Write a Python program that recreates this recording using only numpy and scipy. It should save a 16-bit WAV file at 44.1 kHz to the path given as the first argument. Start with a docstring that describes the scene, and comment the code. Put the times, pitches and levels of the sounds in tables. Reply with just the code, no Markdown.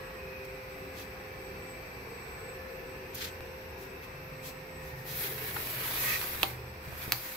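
"""Sheet dragged off a cutting table

A flatbed cutter idles in a workshop: its blower hums, air whistles into the vacuum bed, servo drives
whine and motors drone low. Someone walks along the table with a few soft scuffs, then drags a cut
sheet over the felt. The stiff sheet hisses as it slides and snaps loudly twice as it bends free."""
import sys
import numpy as np
from scipy import signal
from scipy.fft import rfft, irfft
from scipy.io import wavfile
from scipy.ndimage import uniform_filter1d

SR = 44100
rng = np.random.default_rng(int(sys.argv[2]) if len(sys.argv) > 2 else 0)


def waveform_to_disk(signal):
    """Save audio, clipped to [-1, 1], as 16-bit WAV at the path in sys.argv[1]."""
    frames = np.transpose(np.atleast_2d(signal))
    scaled = np.clip(frames, -1, 1) * 32767
    samples = np.round(scaled).astype(np.int16)
    wavfile.write(sys.argv[1], SR, samples)


N = 324576
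TIME = np.arange(N) / SR
BINS = np.fft.rfftfreq(N, 1 / SR)


# Fader rides for the long drag and the short one, louder as the sheet speeds up: t/s, level/dB
LONG_DRAG = [(5.04, -47), (5.11, -49), (5.18, -39.5), (5.27, -39.5), (5.35, -46), (5.47, -42.5),
             (5.82, -40.5), (6.03, -38), (6.29, -42), (6.48, -47.5), (6.6, -78)]
SHORT_DRAG = [(6.8, -62), (6.84, -64), (6.92, -58.5), (7.02, -47.5), (7.11, -50), (7.21, -51.5),
              (7.28, -52), (7.36, -51)]
# EQ of the bright felt hiss and of the lower rasp: f/Hz, level/dB
HISS_EQ = [(1500, -13.5), (2400, -6), (3200, -8), (4400, -5), (6500, -12), (9000, -9.5), (11000, -3.5),
           (12700, 4), (15500, 0)]
RASP_EQ = [(250, -7.5), (700, -9), (1100, -5.5), (1350, -7), (1650, -4.5), (1950, -5.5), (2450, -7.5),
           (3000, -13.5), (4000, -12), (7000, -21)]
# Stereo spread of the sheet: f/Hz, left minus right/dB
SHEET_PAN = [(600, 2.5), (1300, -4.5), (2400, -9), (4400, -2), (8000, 5), (12000, 1.5), (14500, 7)]
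# Hollow body of the bed under the sheet: f/Hz, width/Hz, level/dB
BED_MODES = [(335, 26, -5), (439, 14, -0.5)]
def sliding(hiss_trim_db=3.5, rasp_db=-42, rasp_follow=0.5, usual_drag_db=-39, flat_sheet_db=-6.5):
    """Felt fibres hiss under the sheet; its bend radiates a stuttering rasp and the bed murmurs."""
    pan = panned(read(SHEET_PAN, BINS))
    hiss = noise(pan * gain_of(read(HISS_EQ, BINS)), grain_db=1.5)
    rasp = noise(pan * gain_of(read(RASP_EQ, BINS)), grain_db=3.8) * gain_of(drift(70))
    bend = np.clip((TIME - 5.07) / 0.76, 0, 1)  # 0 lying flat, 1 bent up
    murmur = envelope(5.14, length_s=0.48, attack_s=0.2, release_s=0.55) * gain_of(-51)
    out = murmur * unit_rms(resonances(BED_MODES))
    for drag in (LONG_DRAG, SHORT_DRAG):
        drag_db, = curves(drag)
        start, end = drag[0][0], drag[-1][0]
        gate = envelope(start, end - start, attack_s=0.034, release_s=0.034)
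        rasp_ride = rasp_db + rasp_follow * (drag_db - usual_drag_db) + flat_sheet_db * (1 - bend)
        out += gate * (gain_of(drag_db + hiss_trim_db) * hiss + gain_of(rasp_ride) * rasp)
    catching = gain_of(drift(33))
    return out * catching


# Bending resonances of the sheet: f/Hz, width/Hz, level/dB
BEND_MODES = [(1110, 160, -7.5), (1900, 77, -2), (2070, 400, -1), (2310, 250, -4), (2560, 110, -7)]
def chatter(level_db=-37, stutter_db=0.5):
    """Stick and slip shakes the bent sheet as it is pulled hardest."""
    pull = envelope(5.96, length_s=0.2, attack_s=0.12, release_s=0.03)
    level = pull * gain_of(level_db - stutter_db * drift(90))
    return level * panned(side_db=-7) * unit_rms(resonances(BEND_MODES))


# EQ of a dry buckling crack: f/Hz, level/dB
CRACK_EQ = [(200, -25), (400, -6), (850, 2.5), (1350, 5.5), (1800, 4.5), (2700, -2), (3400, -3.5),
            (4500, 3), (5400, -4), (9300, -15), (11000, -11), (12600, -10), (15500, -10.5)]
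def crack(tilt_db, side_db, ring_db, folds_hz, tick_hz, fold_octaves=0.18, tick_db=9, tick_width_hz=750):
    """One jerk of a crease: a sharp pulse that rings the folds, with a high tick on top."""
    hz = np.maximum(abs(np.fft.fftfreq(4096, 1 / SR)), 20)
    folds = sum(np.exp(-(np.log2(hz / fold) / fold_octaves) ** 2) for fold in folds_hz)
    tick = np.exp(-((hz - tick_hz) / tick_width_hz) ** 2)
    eq_db = read(CRACK_EQ, hz) + tilt_db * np.log2(hz / folds_hz[0]) + ring_db * folds + tick_db * tick
    gain = gain_of(eq_db) * panned(side_db + read(SHEET_PAN, hz))
    minimum_phase = np.exp(np.conj(signal.hilbert(np.log(gain))))  # the hardest attack for this EQ
    pulse = np.fft.ifft(minimum_phase).real
    return pulse / abs(pulse.mean(0)).max()


# Cues for snaps and taps: t/s, level/dB, tilt/dB per octave, left minus right/dB, crackle/dB, flap/dB,
# fold ring/dB, lower fold/Hz, upper fold/Hz, tick/Hz
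SNAP_CUES = [(3.407, -30, -6, 6, -22, -40, 6, 2600, 3600, 12000),
             (6.215, -21, 0, -15, -22, -40, 6, 3280, 4430, 12500),
             (6.35, -31, -7.5, -4, -26, -25, 6, 1000, 1400, 12000),
             (6.4303, -10, 12, -13, -32, -44, 8.3, 3200, 4200, 11900),
             (6.4317, -5.5, -1.5, -4.5, -21, -24, 9.1, 2780, 3380, 12900),
             (6.4424, -27, -1, -6, -30, -44, 11, 3860, 4400, 12000),
             (7.1215, -1, 2, -2, -24, -38, 6.2, 2300, 4630, 13100),
             (7.1235, -21, 6, 4, -24, -44, 3, 2200, 4600, 14200),
             (7.1313, -16, -1, 5, -24, -44, 3, 2200, 4600, 12300)]
# A crease gives way in a quick flam of jerks: t/s from the cue, level/dB
CREASE_JERKS = [(-.0003, -10), (0, 0), (.0007, -12), (.003, -20)]
# Body of the flapping sheet: f/Hz, level/dB, t60/s
FLAP_MODES = [(290, -8, 0.033), (362, -4, 0.044), (527, -8, 0.035), (620, -0.5, 0.044), (780, 1, 0.067),
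              (960, 0.5, 0.045), (1160, 9.5, 0.028), (1370, 5.5, 0.015), (2700, 9, 0.0073),
              (3220, 2, 0.009), (4260, 2, 0.0088)]
def snaps(crackle_s=0.0047, rise_s=0.00045):
    """The sheet buckles: dry cracks, a flap of its damped modes and a crackle of parting fibres."""
    out = np.zeros((2, N))
    fibres = noise(gain_of(read(HISS_EQ, BINS)))
    for s, db, tilt_db, side_db, crackle_db, flap_db, ring_db, *folds_hz, tick_hz in SNAP_CUES:
        pulse = crack(tilt_db, side_db, ring_db, folds_hz, tick_hz)
        for delay, jerk_db in CREASE_JERKS:
            add(out, s + delay * rng.uniform(0.9, 1.1), gain_of(db + jerk_db) * pulse)
        t = np.arange(pulse.shape[1]) / SR
        flap = sum(struck(t, hz, flap_db + mode_db, t60, rise_s) for hz, mode_db, t60 in FLAP_MODES)
        crackle = gain_of(crackle_db) * np.exp(-t / crackle_s) * fibres[:, :len(t)]
        add(out, s, gain_of(db) * (panned(side_db) * flap + crackle))
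    return out


# Cues for dull thumps: t/s, level/dB, f/Hz, t60/s
BUMP_CUES = [(5.243, -35.5, 403, 0.068), (6.433, -27.5, 340, 0.05), (6.874, -33, 151, 0.056),
             (7.0777, -29.5, 181, 0.02), (7.079, -31.5, 420, 0.022), (7.123, -37, 332, 0.06)]
def bumps(rise_s=0.00032):
    """Hand and sheet knock on the bed, and the felt damps each blow at once."""
    out = np.zeros((2, N))
    t = np.arange(SR // 5) / SR
    for s, db, hz, t60 in BUMP_CUES:
        add(out, s, panned(0) * struck(t, hz, db, t60, rise_s))
    return out


# Cues for soft scuffs: t/s at the crest, length/s, level/dB, tilt/dB per octave
SCUFF_CUES = [(0.452, .012, -49, 6), (1.001, 0.088, -47.5, 1), (3.153, 0.014, -35, 8),
              (3.184, 0.075, -43, 0.5), (3.223, 0.035, -37, -2), (3.249, 0.025, -36.5, -0.5),
              (3.275, 0.044, -44.5, -1), (3.823, 0.087, -52.5, 4.5), (4.042, 0.037, -54, 1),
              (4.473, 0.075, -43.5, 2.5), (4.874, 0.13, -53.5, 4), (5.0, 0.09, -53, 7),
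              (5.113, 0.077, -43.5, 1), (5.19, .08, -44, 2.5), (5.254, 0.073, -41.5, -4),
              (5.568, 0.014, -33, -14), (6.036, 0.23, -33, 7), (6.13, 0.13, -36, 1.5),
              (6.927, 0.04, -48, -29), (7.027, 0.047, -48, -3), (7.284, 0.26, -44.5, 5.5)]
# EQ of a scuff: f/Hz, level/dB
SCUFF_EQ = [(500, -35.5), (950, -15), (1500, 1.5), (2500, -0.5), (3300, 2.5), (4400, 1.5), (6500, -3),
            (9500, -10.5), (12500, -1), (15500, -7)]
def scuffs(trim_db=-2, room_db=-8, low_cut_hz=300):
    """Clothes, hand and sheet rub in short swells of fine friction, with a touch of room."""
    out = np.zeros((2, N))
    octaves = np.log2(np.maximum(BINS, 500) / 4000)
    for s, length, db, tilt_db in SCUFF_CUES:
        eq = gain_of(read(SCUFF_EQ, BINS) + tilt_db * octaves) * (BINS > low_cut_hz)
        out += gain_of(db + trim_db) * swell(s, length / 2) * noise(eq, grain_db=2.0)
    return out + gain_of(room_db) * workshop(out)


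# Fader rides as the listener walks along the table: t/s, housing/dB, blade tone/dB, air/dB
BLOWER_RIDES = [(0, -53, -50, -47.5), (.75, -58, -50.5, -47), (1.0, -54.5, -53, -47),
                (1.5, -52, -53.5, -46.5), (2.7, -55, -52.5, -47), (3.1, -53, -55, -47.5),
                (3.7, -56, -54, -47.5), (4.2, -57, -59.5, -48), (4.6, -54, -58.5, -48),
                (6.7, -55, -57.5, -48), (7.1, -56, -57, -48.5), (7.36, -70, -58, -58)]
# EQ of the moving air in machine and room: f/Hz, level/dB
AIR_EQ = [(20, -25), (38, -10.5), (52, -2.5), (110, -5.5), (190, -9.5), (300, -14.5), (480, -13.5),
          (600, -15.5), (850, -12.5), (1450, -15.5), (2000, -14), (2600, -16.5), (3000, -28.5),
          (4200, -26.5), (5700, -27), (7000, -42), (9300, -49), (11500, -32.5), (15500, -35.5)]
# Hollow roar of housing and gantry, thin rush of the grille: f/Hz, width/Hz, level/dB
HOUSING_MODES = [(388.7, 47, -1), (438, 33, -4.5)]
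GANTRY_MODES = [(382, 19, -3.5), (473, 23, 0)]
GRILLE_MODES = [(1764, 65, -68.5), (2364, 48, -65), (2600, 140, -62.5), (12060, 340, -67.5)]
def blower(gantry_db=-52.5):
    """A wash of turbulent air that rings the housing, the grille and the passing gantry."""
    housing_db, _, air_db = curves(BLOWER_RIDES)
    air = gain_of(air_db) * noise(gain_of(read(AIR_EQ, BINS)))
    housing = gain_of(housing_db) * unit_rms(resonances(HOUSING_MODES))
    pass_by = swell(2.64, half_width_s=1.7)
    gantry = gain_of(gantry_db) * pass_by * unit_rms(resonances(GANTRY_MODES))
    return air + housing + gantry + resonances(GRILLE_MODES)


# Partials of the hum: multiple of the blade tone, level/dB
BLADE_PARTIALS = [(1, 0), (3 / 4, -14)]
# Dead spots and hot spots of the hum: t/s, half width/s, left/dB, right/dB
HUM_SPOTS = [(2.15, 0.24, -20, -7), (2.75, 0.29, 4.5, 1.5), (3.55, 0.24, 3, 2), (4.0, 0.21, 3, -14),
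             (4.55, 0.76, 3, 8.5)]
def impeller(blade_hz=520.4, waver=0.0016, trim_db=1.5, right_lag_s=0.0002):
    """The blower's blades hum; each ear moves through its own standing waves."""
    pitch = blade_hz * (1 + waver * drift(26))
    hum = sum(gain_of(db) * tone(order * pitch, stereo(0, right_lag_s)) for order, db in BLADE_PARTIALS)
    spots_db = sum(stereo(left, right) * swell(s, width) for s, width, left, right in HUM_SPOTS)
    flicker_db = np.array([drift(4.3), drift(5.3)])
    _, ride_db, _ = curves(BLOWER_RIDES)
    return gain_of(ride_db + trim_db + spots_db + flicker_db) * hum


# Cues for motor and fan runs: t/s, length/s, starting f/Hz, glide/Hz per s, level/dB
MOTOR_CUES = [(0.208, 0.61, 393, -8.5, -49.5), (0.713, 0.32, 278.7, -10.5, -56),
              (1.553, 0.5, 268.4, -2, -61.5), (2.83, 0.3, 260.4, -4, -56), (3.803, 0.17, 260.5, -4.5, -57),
              (4.276, 0.44, 259, -2, -60), (1.276, 0.36, 378, 11.5, -53), (2.452, 0.38, 380, -3, -54.5),
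              (3.65, 0.28, 386, -2.5, -51.5), (3.103, 0.75, 78, 4, -53), (4.081, 1.1, 152.2, 4.5, -52.5),
              (5.25, 0.13, 156.5, 2, -54), (4.048, 0.46, 132, -4, -54.5), (4.883, 0.11, 131, -1, -44.5),
              (5.062, 0.86, 129.5, -4.5, -48), (5.965, 0.12, 127.2, -3, -44.5), (6.378, 0.3, 123, 1.5, -46),
              (6.824, 0.12, 123.9, -6, -50), (7.007, .13, 124, -5, -47), (4.797, .1, 75, -0.5, -51),
              (5.456, 0.24, 81, -8, -51), (6.271, 0.69, 72.7, 4.5, -49.5)]
def motors(trim_db=-2.5, throb_db=2.5, waver_hz=1.4, right_lag_s=0.0001):
    """Low drones come in, throb, slowly change speed and fade; they reach the left ear first."""
    out = np.zeros((2, N))
    for s, length, hz, glide, db in MOTOR_CUES:
        gate = envelope(s, length, attack_s=0.052, release_s=0.13)
        level = gate * gain_of(db + trim_db + throb_db * drift(28))
        pitch = hz + glide * (TIME - s) + waver_hz * drift(12.2)
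        out += level * tone(pitch, stereo(0, right_lag_s))
    return out


# Cues for breathy whistles: t/s at the crest, half width/s, f/Hz, width/Hz, level/dB
LEAK_CUES = [(.36, 0.19, 2515, 41, -52), (0.548, 0.17, 2346, 36, -60), (2.0, 0.97, 2332, 18, -56.5),
             (2.65, 0.64, 1750, 26, -57.5), (4.15, 0.5, 2624, 15, -59.5), (5.0, 0.79, 1848, 25, -56)]
def leaks(trim_db=-2):
    """Air whistles through gaps in the vacuum bed, each swelling as the listener passes it."""
    whistles = sum(swell(s, half_width) * resonances([mode]) for s, half_width, *mode in LEAK_CUES)
    return gain_of(trim_db) * whistles


# Servo whine and the fainter whistle of a second drive: f/Hz, level/dB, left minus right/dB
WHINE_PARTIALS = [(8003, 0, 6), (7883, -14, 5), (8123, -15, 5)]
WHISTLE_PARTIALS = [(12143, -74, 3), (11913, -82, 3)]
# The whine is directional, and swells or sinks as the listener walks by: t/s, half width/s, level/dB
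WHINE_SWELLS = [(.07, 0.12, 6), (.38, 0.2, -1), (.75, 0.18, 4.5), (1.12, .13, 5), (1.31, .05, 1),
                (1.45, 0.069, 9), (1.68, 0.11, 13), (2.25, 0.31, 10.5), (2.5, 0.068, 8.5), (2.72, 0.1, 1),
                (2.92, 0.038, 9), (3.1, .08, 2), (3.31, 0.056, 8), (3.45, .07, -1), (3.9, .2, 1),
                (4.3, 0.092, -3), (4.48, 0.12, 11), (4.8, 0.088, 7), (6.7, .8, 4)]
def drives(whine_trim_db=-73.5, flicker_db=2.5, wander_hz=5):
    """Servo switching tones and their sidebands, slightly unsteady, fading in and out at each ear."""
    def partial(hz, db, side_db):
        level = gain_of(db + flicker_db * drift(32))
        level = level * standing_wave(rate_hz=3.9, depth=stereo(0.7, 0.9))
        return level * panned(side_db) * tone(hz + wander_hz * drift(4))

    whine = sum(partial(*row) for row in WHINE_PARTIALS)
    whistle = sum(partial(*row) for row in WHISTLE_PARTIALS)
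    swells_db = sum(db * swell(s, width) for s, width, db in WHINE_SWELLS)
    return gain_of(whine_trim_db + swells_db) * whine + whistle


# Reverb time of the workshop: f/Hz, t60/s
ROOM_DECAY = [(200, 0.46), (1000, 0.35), (2700, 0.11), (4400, 0.29), (14000, 0.51)]
def workshop(dry, rise_s=0.0014, early_boost=2.5, early_s=0.0023):
    """Dense reflections from table, gantry and walls, each band dying at its own speed."""
    hz, t, bands = signal.stft(rng.standard_normal((2, SR // 2)), SR, nperseg=256)
    decay = gain_of(-60 * t / read(ROOM_DECAY, hz)[:, None])
    _, tail = signal.istft(bands * decay, SR, nperseg=256)
    age = np.arange(tail.shape[1]) / SR
    tail *= np.minimum(age / rise_s, 1) * (1 + early_boost * np.exp(-age / early_s))
    tail /= np.linalg.norm(tail[0])
    return signal.fftconvolve(dry.mean(0)[None], tail, axes=1)[:, :N]


# Stereo image of the noise, near mono in the bass: f/Hz, left-right correlation
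EAR_CORRELATION = [(60, 1), (130, 0.97), (290, 0.95), (600, 0.75), (1200, -0.3), (2400, 0.14), (15000, 0)]
def noise(eq, grain_db=0):
    """Stereo noise through an EQ; grain roughens it into a hail of unequal tiny impulses."""
    white = rng.standard_normal((2, N))
    grain = gain_of(grain_db * np.minimum(rng.exponential(1, N), 6))
    left, unrelated = rfft(white * grain)
    alike = read(EAR_CORRELATION, BINS)
    right = alike * left + np.sqrt(1 - alike ** 2) * unrelated
    x = irfft(np.array([left, right]) * eq, N)
    return x / np.std(x.mean(0))


def resonances(modes):
    """Noise ringing in a set of resonances."""
    return sum(gain_of(db) * noise(1 / (1 + ((BINS - hz) / width) ** 2)) for hz, width, db in modes)


def mottled(x, depth_db, frame):
    """Narrow bands above the bass lift and dip at random, more slowly with longer frames."""
    hz, _, bands = signal.stft(x, SR, nperseg=frame)
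    ripple = uniform_filter1d(rng.standard_normal(bands.shape), size=4, axis=1)  # across bands
    ripple = unit_rms(uniform_filter1d(ripple, size=12, axis=2))  # across time
    ripple *= np.clip(hz / 1000, 0, 1)[:, None]
    _, rippled = signal.istft(bands * gain_of(depth_db * ripple), SR, nperseg=frame)
    return unit_rms(rippled[:, :N]) * np.std(x)


def standing_wave(rate_hz, depth):
    """Gain at each ear as it moves unevenly through a standing wave: broad crests, narrow dips."""
    turns = [np.cumsum(rate_hz * (1 + 0.5 * drift(rate_hz))) / SR + rng.random() for ear in range(2)]
    return np.sqrt(1 + depth * np.cos(2 * np.pi * np.array(turns)))


def struck(t, hz, db, t60, rise_s):
    """One struck mode: a sine that rises fast and rings down."""
    return gain_of(db - 60 * t / t60) * (1 - np.exp(-t / rise_s)) * np.sin(2 * np.pi * hz * t)


def tone(hz, lag_s=0):
    """A sine of rms 1 that follows a pitch curve and may arrive a little late."""
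    return np.sqrt(2) * np.sin(2 * np.pi * (np.cumsum(hz) / SR - hz * lag_s + rng.random()))


def drift(rate_hz):
    """Smooth random modulation of rms 1."""
    low_pass = np.exp(-(BINS / rate_hz) ** 2) * (BINS > 0)
    return unit_rms(irfft(rfft(rng.standard_normal(N)) * low_pass, N))


def envelope(start_s, length_s, attack_s, release_s):
    """Fades in, holds to the end of its length, then fades out."""
    age = TIME - start_s
    return np.clip(np.minimum(age / attack_s, 1 - (age - length_s) / release_s), 0, 1)


def swell(s, half_width_s):
    """A smooth hump of height 1 around time s."""
    return np.exp(-((TIME - s) / half_width_s) ** 2)


def curves(rows):
    """Each level column of a table as a fader ride over the whole scene."""
    s, *columns = np.transpose(rows)
    return [np.interp(TIME, s, column) for column in columns]


def read(points, hz):
    """Reads a curve on a log-frequency axis."""
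    f, value = np.transpose(points)
    return np.interp(np.log(hz + 1), np.log(f + 1), value)


def add(mix, s, sound):
    """Mixes a stereo sound in at time s."""
    part = mix[:, max(round(s * SR), 0):][:, :sound.shape[1]]
    part += sound[:, :part.shape[1]]


def stereo(left, right):
    """One value for each ear."""
    return np.array([[left], [right]])


def panned(side_db):
    """Left and right gains for a level difference."""
    return gain_of(stereo(0.5, -0.5) * side_db)


def gain_of(db):
    """Decibels to gain."""
    return 10 ** (np.asarray(db) / 20)


def unit_rms(x):
    """Scales to an rms of 1."""
    return x / np.sqrt(np.mean(x ** 2) + 1e-20)


def scene(room_db=-3.5):
    """The handling of the sheet up front, the idling machine behind it."""
    hits = snaps() + bumps()
    # narrow bands of the sheet's hiss flutter quickly at random
    rubbing = mottled(sliding() + chatter(), depth_db=1.8, frame=512)
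    sheet = mottled(rubbing, depth_db=3.1, frame=4096)  # a slower shimmer on top
    handling = hits + gain_of(room_db) * workshop(hits) + scuffs() + sheet
    air = mottled(blower(), depth_db=2.9, frame=4096)
    return handling + air + leaks() + impeller() + drives() + motors()


def record(dry):
    """A steep high cut on the whole mix."""
    high_cut = signal.firwin(801, cutoff=15700, window=("kaiser", 9), fs=SR)
    return signal.oaconvolve(dry, high_cut[None], "same")


dry = scene()
out = record(dry)
waveform_to_disk(out)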